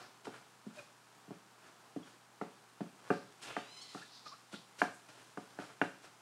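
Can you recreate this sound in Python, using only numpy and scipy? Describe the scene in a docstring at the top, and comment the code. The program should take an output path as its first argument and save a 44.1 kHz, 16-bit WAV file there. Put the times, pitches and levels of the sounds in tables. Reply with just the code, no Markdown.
"""A short rub of the spoon with a faint hiss of steam over a low sizzle is heard first; then wooden clacks.
Each blow on the metal frying pan is a damped pulse that spreads into a clatter and excites the pan's modes.
Pushes rub in tiny slips and raise hiss from the fat; brief squeaks are stick-slip tones.
Steam under the pressed meat escapes as hissing bands of noise and as a pulsed squeal.
Sizzle made of tiny clicks, coloured kitchen noise and a mains hum go on underneath."""
import sys
import numpy as np
from scipy import signal
from scipy.fft import rfft, irfft, next_fast_len
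from scipy.io import wavfile
from scipy.ndimage import uniform_filter1d

SR = 44100
rng = np.random.default_rng(int(sys.argv[2]) if len(sys.argv) > 2 else 0)


def inscribe(sig):
    """Save sig as 16-bit PCM at rate SR to the path in sys.argv[1].

    A 1-D sig is mono; a 2-D sig holds one channel per row.
    Samples are clipped to [-1, 1] before scaling.
    """
    pcm = np.round(np.clip(np.atleast_2d(sig).T, -1, 1) * 32767)
    wavfile.write(sys.argv[1], SR, pcm.astype(np.int16))


N = 274169
TIME = np.arange(N) / SR

# spectrum of the kitchen air: [f/Hz, relative level/dB]
AIR_COLOUR = [(30, -8), (90, 10), (120, -30), (150, -2), (250, -4), (450, -4), (530, -7.5), (800, -1),
              (1450, -3.5), (2000, -10.5), (3000, -12.5), (8500, -18), (15500, -30)]
# reflections from nearby hard faces, worktop and wall: [delay t/s, gain]
REFLECTIONS = [(.0029, 0.17), (0.0225, 0.16)]
# course of the sizzle: [t/s, level/dB]
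SIZZLE_LEVELS = [(0, -73.5), (1.1, -73.5), (2.5, -74), (3.3, -70.5), (4.7, -69.5), (5.3, -69), (6.2, -71.5)]
# spectrum of water bursting in fat: [f/Hz, relative level/dB]
FAT_SPECTRUM = [(500, -5.5), (2500, 1.5), (4500, -1.5), (9000, -3.5), (12000, -13), (15500, -35)]
# puffs of trapped steam: [peak t/s, decay to 1/e t/s, centre f/Hz, level/dB]
STEAM_PUFFS = [(0.035, 0.061, 4660, -64.5), (3.166, .07, 4470, -64.5), (3.543, 0.14, 2680, -55.5),
               (3.974, 0.24, 4100, -63), (4.157, 0.055, 4460, -57.5), (4.282, 0.033, 4550, -54),
               (4.557, 0.038, 3700, -56), (4.955, 0.032, 7700, -66)]
# two steam vents under pressed meat, each a track: [t/s, pitch f/Hz, level/dB before SQUEAL_DB]
VENT_TRACKS = [
    [(3.44, 860, -68), (3.55, 872, -60), (3.63, 925, -61), (3.71, 1008, -57), (3.76, 1025, -54.5),
     (3.83, 1008, -56), (3.90, 995, -68)],
    [(3.77, 1075, -70), (3.82, 1090, -55), (3.86, 1085, -54.5), (3.91, 1010, -59), (3.96, 935, -63),
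     (4.08, 900, -74)],
]
# spectrum of the vents: [f/Hz, relative level/dB]
VENT_SPECTRUM = [(900, -22), (2000, -9.5), (3100, -9.5), (4200, 0), (5200, -7), (7000, -11.5), (9300, -18),
                 (14000, -49)]
# wood slipping on metal: [start t/s, length t/s, start f/Hz, end f/Hz, tone level/dB]
STICK_SLIPS = [(0.759, 0.061, 630, 553, -47.5), (0.781, 0.024, 2530, 2450, -47.5),
               (2.027, 0.015, 3270, 3300, -55.5), (3.963, 0.025, 1283, 1480, -48.5),
               (4.004, 0.041, 1140, 2000, -50.5), (4.252, 0.033, 1250, 1220, -44.5),
               (4.307, 0.05, 969, 1380, -48)]
# spectrum of wood rubbing on metal: [f/Hz, relative level/dB]
RUB_SPECTRUM = [(100, 11), (200, -9), (380, 0), (520, -1), (750, -1.5), (1020, -3), (1500, 1), (2000, -8),
                (2500, -9), (3500, -15.5), (8000, -44)]
# pushes through the meat: [peak t/s, decay to 1/e t/s, rubbing level/dB, hiss level/dB]
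SPOON_PUSHES = [(0.01, 0.04, -50, -70.5), (0.255, 0.011, -48, -61), (0.356, 0.051, -53.5, -71.5),
                (0.788, 0.051, -59, -66.5), (1.67, 0.066, -59.5, -75), (2.09, 0.062, -61, -72),
                (3.104, 0.089, -54.5, -71), (3.434, 0.019, -61, -57), (3.49, 0.063, -47.5, -62.5),
                (3.974, 0.11, -77, -66), (4.536, 0.021, -50.5, -62.5), (4.803, 0.021, -47.5, -53.5),
                (5.096, 0.013, -52, -68), (5.21, 0.12, -61, -72.5), (5.507, 0.0072, -52, -70),
                (5.654, 0.083, -54, -69.5), (6.048, 0.024, -53, -66)]
# modes of the pan on its hob: [f/Hz, relative level/dB, fall by 60 dB t/s]
PAN_MODES = [(122, -37, 0.21), (193.3, -2.5, 0.077), (250, -2, 0.062), (284.7, 3, 0.037),
             (364.3, -13.5, 0.16), (416.3, -3.5, 0.072), (564, -15, 0.25), (610, -15.5, 0.056),
             (725.2, -7, 0.14), (769, -6.5, 0.036), (884, -8, 0.052), (1181, -2, 0.038), (1275, -16, 0.055),
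             (1457, -7, 0.05), (1586, -7.5, 0.067), (1745, -17.5, 0.11), (2030, -27, 0.086),
             (2384, -12, 0.071), (2745, -7.5, 0.077)]
# spoon blows: [t/s, clack level/dB, clack f/Hz, ring level/dB, f/Hz favoured by the place struck]
# the clack is low where meat cushions the blow; the favoured pitch is high near the rim
SPOON_BLOWS = [(0.2695, -31.5, 614, -37.5, 420), (0.6633, -38, 190, -31, 200), (1.28, -54, 400, -44.5, 200),
               (1.3062, -44.5, 590, -38, 427), (1.9619, -38.5, 500, -36, 307), (2.4131, -28, 820, -35, 426),
               (2.806, -34.5, 493, -32.5, 200), (3.103, -22.5, 1090, -23, 473),
               (3.5660, -22, 1080, -34, 1370), (3.9478, -38.5, 1040, -41, 1250),
               (4.531, -41.5, 416, -39, 216), (4.817, -12, 1040, -28, 820), (5.373, -32, 890, -37.5, 1220),
               (5.588, -33.5, 930, -39.5, 193), (5.8150, -14.5, 1370, -28.5, 1540)]

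AIR_DB, AIR_SWAY_DB = -62.5, 0.7
HUM_DB, HUM_HZ = -70.5, 120
SIZZLE_SWAY_DB = 0.3
PUFF_WIDTH = 1.213  # ratio of band edge to centre
RISE_SHARE, RISE_STEEPNESS = 0.83, 2.7  # rise time over decay time, and exponent of the rise
SQUEAL_DB = -1.1  # gain of both vents together
SKID_RUB_DB = -8.5  # rubbing relative to a squeak's tone
# hiss of a push: centre, ratio of band edge to centre, spatter relative to the hiss
HISS_HZ, HISS_WIDTH, SPATTER_DB = 3890, 1.48, 4.5
USUAL_DB = -32  # clack of a usual blow, the reference for force
# shove after a blow: decay to 1/e, levels for a usual blow, dB gained per dB of force
SHOVE_S, SHOVE_RUB_DB, SHOVE_HISS_DB, SHOVE_GROWTH = 0.055, -55.5, -72, 0.54
# ring cut-off over clack pitch for a usual blow, and its growth with force
CONTACT_RATIO, CONTACT_OCTAVES_PER_DB = 1.06, 0.05
# lift of the favoured modes for a usual blow; the lift itself grows by 0.25 dB of gain per dB of force
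LIFT_DB, LIFT_GROWTH = 4.5, 0.25
# treble limit of a bare clack at BARE_HZ; it follows a power of the clack pitch
WOOD_TOP_HZ, WOOD_TOP_POWER, BARE_HZ = 2630, 0.49, 1000
TOP_HZ = 15750  # upper limit of the phone


def undb(db):
    """Amplitude gain is ten to the power of decibels over twenty."""
    return 10 ** (np.asarray(db) / 20)


def unit(x):
    """Division by the root mean square gives a signal of rms 1."""
    return x / np.sqrt(np.mean(x ** 2))


def colour(x, points):
    """Spectral shaping: levels interpolated over log frequency weight the spectrum; rms 1."""
    hz, db = np.transpose(points)
    size = next_fast_len(len(x) + 4096)
    bins = np.maximum(np.fft.rfftfreq(size, 1 / SR), 1)
    gain = undb(np.interp(np.log(bins), np.log(hz), db))
    return unit(irfft(rfft(x, size) * gain, size)[:len(x)])


def butter(x, hz, kind, order=2):
    """Causal Butterworth filtering: a maximally flat low-, high- or band-pass."""
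    edges = np.minimum(hz, SR / 2 - 1000)
    return signal.sosfilt(signal.butter(order, edges, kind, fs=SR, output="sos"), x)


def walk(rate):
    """Random modulation: averaging held random steps gives smooth motion of spread 1."""
    hold = int(SR / rate)
    steps = np.repeat(rng.standard_normal(N // hold + 1), hold)
    return unit(uniform_filter1d(steps, hold))[:N]


def grains(rate, spread_db):
    """Shot noise: tiny clicks of uneven size at random moments, rate per second; rms 1."""
    struck = rng.random(N) < rate / SR
    sizes = rng.standard_normal(N) * undb(spread_db * rng.standard_normal(N))
    return unit(struck * sizes)


def add(out, s, x):
    """Superposition: mix x into out from time s."""
    i = int(s * SR)
    out[i:i + len(x)] += x[:max(N - i, 0)]


def background():
    """Steady broadband noise of the kitchen air is joined by an appliance's sinusoidal mains hum."""
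    air = colour(rng.standard_normal(N), AIR_COLOUR) * undb(AIR_DB + AIR_SWAY_DB * walk(7.2))
    return air + undb(HUM_DB) * np.sin(2 * np.pi * HUM_HZ * TIME)


def kitchen(x, wet_db=-6, t60=0.36, bass_db=-1):
    """Room response: direct sound, discrete early reflections, then an exponential diffuse tail."""
    t = np.arange(SR * 3 // 4) / SR
    spectrum = [(150, bass_db), (600, -2.9), (1600, -4.3), (4000, 2.0), (12000, 1.55)]
    tail = colour(rng.standard_normal(len(t)), spectrum)
    tail *= undb(-60 * t / t60) * (1 - np.exp(-t / 0.007))
    response = undb(wet_db) * tail / np.linalg.norm(tail)
    response[0] += 1
    for delay, gain in REFLECTIONS:
        response[int(delay * SR)] += gain
    return signal.fftconvolve(x, response)[:N]


def frying():
    """Many random bursts of water in fat merge into a sizzle, which is louder from about 3.3 s."""
    level_db = np.interp(TIME, *np.transpose(SIZZLE_LEVELS)) + SIZZLE_SWAY_DB * walk(7.1)
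    return colour(grains(rate=2500, spread_db=0.5), FAT_SPECTRUM) * undb(level_db)


def swell(s, length):
    """Pressure builds quickly, levels off towards its peak at s, then decays exponentially."""
    gap = np.abs(TIME - s) / length
    return np.exp(-np.where(TIME < s, (gap / RISE_SHARE) ** RISE_STEEPNESS, gap))


def steam(hz, width):
    """Band-limited shot noise: dense tiny bursts hiss around one centre frequency."""
    return unit(butter(grains(rate=9000, spread_db=3), [hz / width, hz * width], "band"))


def puffs():
    """Pressure release: steam trapped under pressed meat escapes in a narrow band of hiss."""
    out = np.zeros(N)
    for s, length, hz, db in STEAM_PUFFS:
        out += undb(db) * swell(s, length) * steam(hz, PUFF_WIDTH)
    return out


def squeal(jitter=0.014, flutter_db=3.0, dull_hz=2900, full_db=-53.5):
    """Pulsed outflow: steam flutters out in rough harmonic pulses, richer in overtones when louder."""
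    out = np.zeros(N)
    for vent in VENT_TRACKS:
        s, hz, db = np.transpose(vent)
        pitch = np.interp(TIME, s, hz) * (1 + jitter * walk(700))
        phase = 2 * np.pi * np.cumsum(pitch) / SR
        pulses = colour(sum(np.cos(k * phase) for k in range(1, 13)), VENT_SPECTRUM)
        dull = unit(butter(pulses, dull_hz, "low", order=6))
        level_db = np.interp(TIME, s, db, left=-200, right=-200)
        bright = np.minimum(undb(level_db - full_db), 1)
        out += (bright * pulses + (1 - bright) * dull) * undb(level_db + flutter_db * walk(90))
    return undb(SQUEAL_DB) * out


def rubbing():
    """Friction noise: tiny uneven slips of wood on metal, with a wandering level."""
    return colour(grains(rate=3000, spread_db=2), RUB_SPECTRUM) * undb(2 * walk(60))


def squeaks(overtone_db=-23):
    """Stick-slip: the skidding blade gives brief gliding tones with a second harmonic and rubbing."""
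    out, wobble = np.zeros(N), 0.028 * walk(700)
    rub = undb(SKID_RUB_DB) * rubbing()
    for s, length, start_hz, end_hz, db in STICK_SLIPS:
        i, n = int(s * SR), int(length * SR)
        hz = np.linspace(start_hz, end_hz, n) * (1 + wobble[i:i + n])
        phase = 2 * np.pi * np.cumsum(hz) / SR
        tone = np.sin(phase) + undb(overtone_db) * np.sin(2 * phase)
        add(out, s, undb(db) * np.hanning(n) * (tone + rub[i:i + n]))
    return out


def pushes():
    """Friction and boiling: the blade rubs in tiny slips as wet meat on hot metal hisses and spatters."""
    rub = rubbing()
    spatter = colour(grains(rate=7000, spread_db=-1), FAT_SPECTRUM)
    hiss = steam(HISS_HZ, HISS_WIDTH) + undb(SPATTER_DB) * spatter
    out = np.zeros(N)
    for s, length, rub_db, hiss_db in SPOON_PUSHES:
        out += swell(s, length) * (undb(rub_db) * rub + undb(hiss_db) * hiss)
    # every blow also shoves the meat a little, the more the harder it lands
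    shove = np.zeros(N)
    decay = np.exp(-TIME[:SR] / SHOVE_S)
    for s, clack_db, *_ in SPOON_BLOWS:
        add(shove, s, undb(SHOVE_GROWTH * (clack_db - USUAL_DB)) * decay)
    out += shove * (undb(SHOVE_RUB_DB) * rub + undb(SHOVE_HISS_DB) * hiss)
    return butter(out, 12000, "low")


def blows(clack_cycles=0.34, place_db=1.53, clatter=1.47, clatter_t60=0.0077,
          clatter_build_s=0.0023, place_octaves=0.32):
    """Impact excitation: a short clack, a clatter of dense modes, then the pan's main modes."""
    out, t = np.zeros(N), np.arange(SR // 2) / SR
    hz, db, t60 = np.transpose(PAN_MODES)[:, :, None]
    modes = undb(db - 60 * t / t60) * np.sin(2 * np.pi * hz * t)
    signs = (-1) ** np.arange(len(PAN_MODES))  # neighbouring modes swing in opposite senses
    for s, clack_db, clack_hz, ring_db, place_hz in SPOON_BLOWS:
        force_db = clack_db - USUAL_DB
        age = t * clack_hz / clack_cycles  # 1 at the envelope's peak
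        envelope = age ** 2 * np.exp(2 * (1 - age))
        clack = undb(clack_db) * envelope * np.sin(2 * np.pi * clack_hz * t)

        dense = rng.standard_normal(len(t)) * undb(-60 * t / clatter_t60)
        dense *= 1 - np.exp(-t / clatter_build_s)
        dense = signal.fftconvolve(clack, dense / np.linalg.norm(dense))[:len(t)]

        # the place struck favours nearby modes, more so under a harder blow
        lift_db = LIFT_DB * undb(LIFT_GROWTH * force_db)
        distance = np.log2(hz[:, 0] / place_hz) / place_octaves
        place = lift_db * np.exp(-distance ** 2) + place_db * rng.standard_normal(len(PAN_MODES))
        ring = (signs * undb(ring_db + place)) @ modes

        # a soft contact reaches only the low modes
        contact_hz = CONTACT_RATIO * clack_hz * 2 ** (CONTACT_OCTAVES_PER_DB * force_db)
        blow = clack + clatter * dense + butter(ring, contact_hz, "low")
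        # wet wood is too soft to excite the treble
        wood_hz = WOOD_TOP_HZ * (clack_hz / BARE_HZ) ** WOOD_TOP_POWER
        add(out, s, butter(blow, wood_hz, "low", order=5))
    return out


def scene():
    """Superposition: all sounds at the pan pass through the room and join the background."""
    pan = frying() + puffs() + squeal() + squeaks() + pushes() + blows()
    return (kitchen(pan) + background())[None]


def record(dry, low_cut_hz=122, rumble_db=-31, rumble_hz=200):
    """Band limiting: the phone takes out nearly all the deep bass and cuts the top steeply."""
    thin = butter(dry, low_cut_hz, "high", order=10)
    thin = thin + undb(rumble_db) * butter(dry, rumble_hz, "low", order=1)  # a trace of bass remains
    return signal.sosfilt(signal.ellip(10, 0.2, 70, TOP_HZ, fs=SR, output="sos"), thin)


dry = scene()
out = record(dry)
inscribe(out)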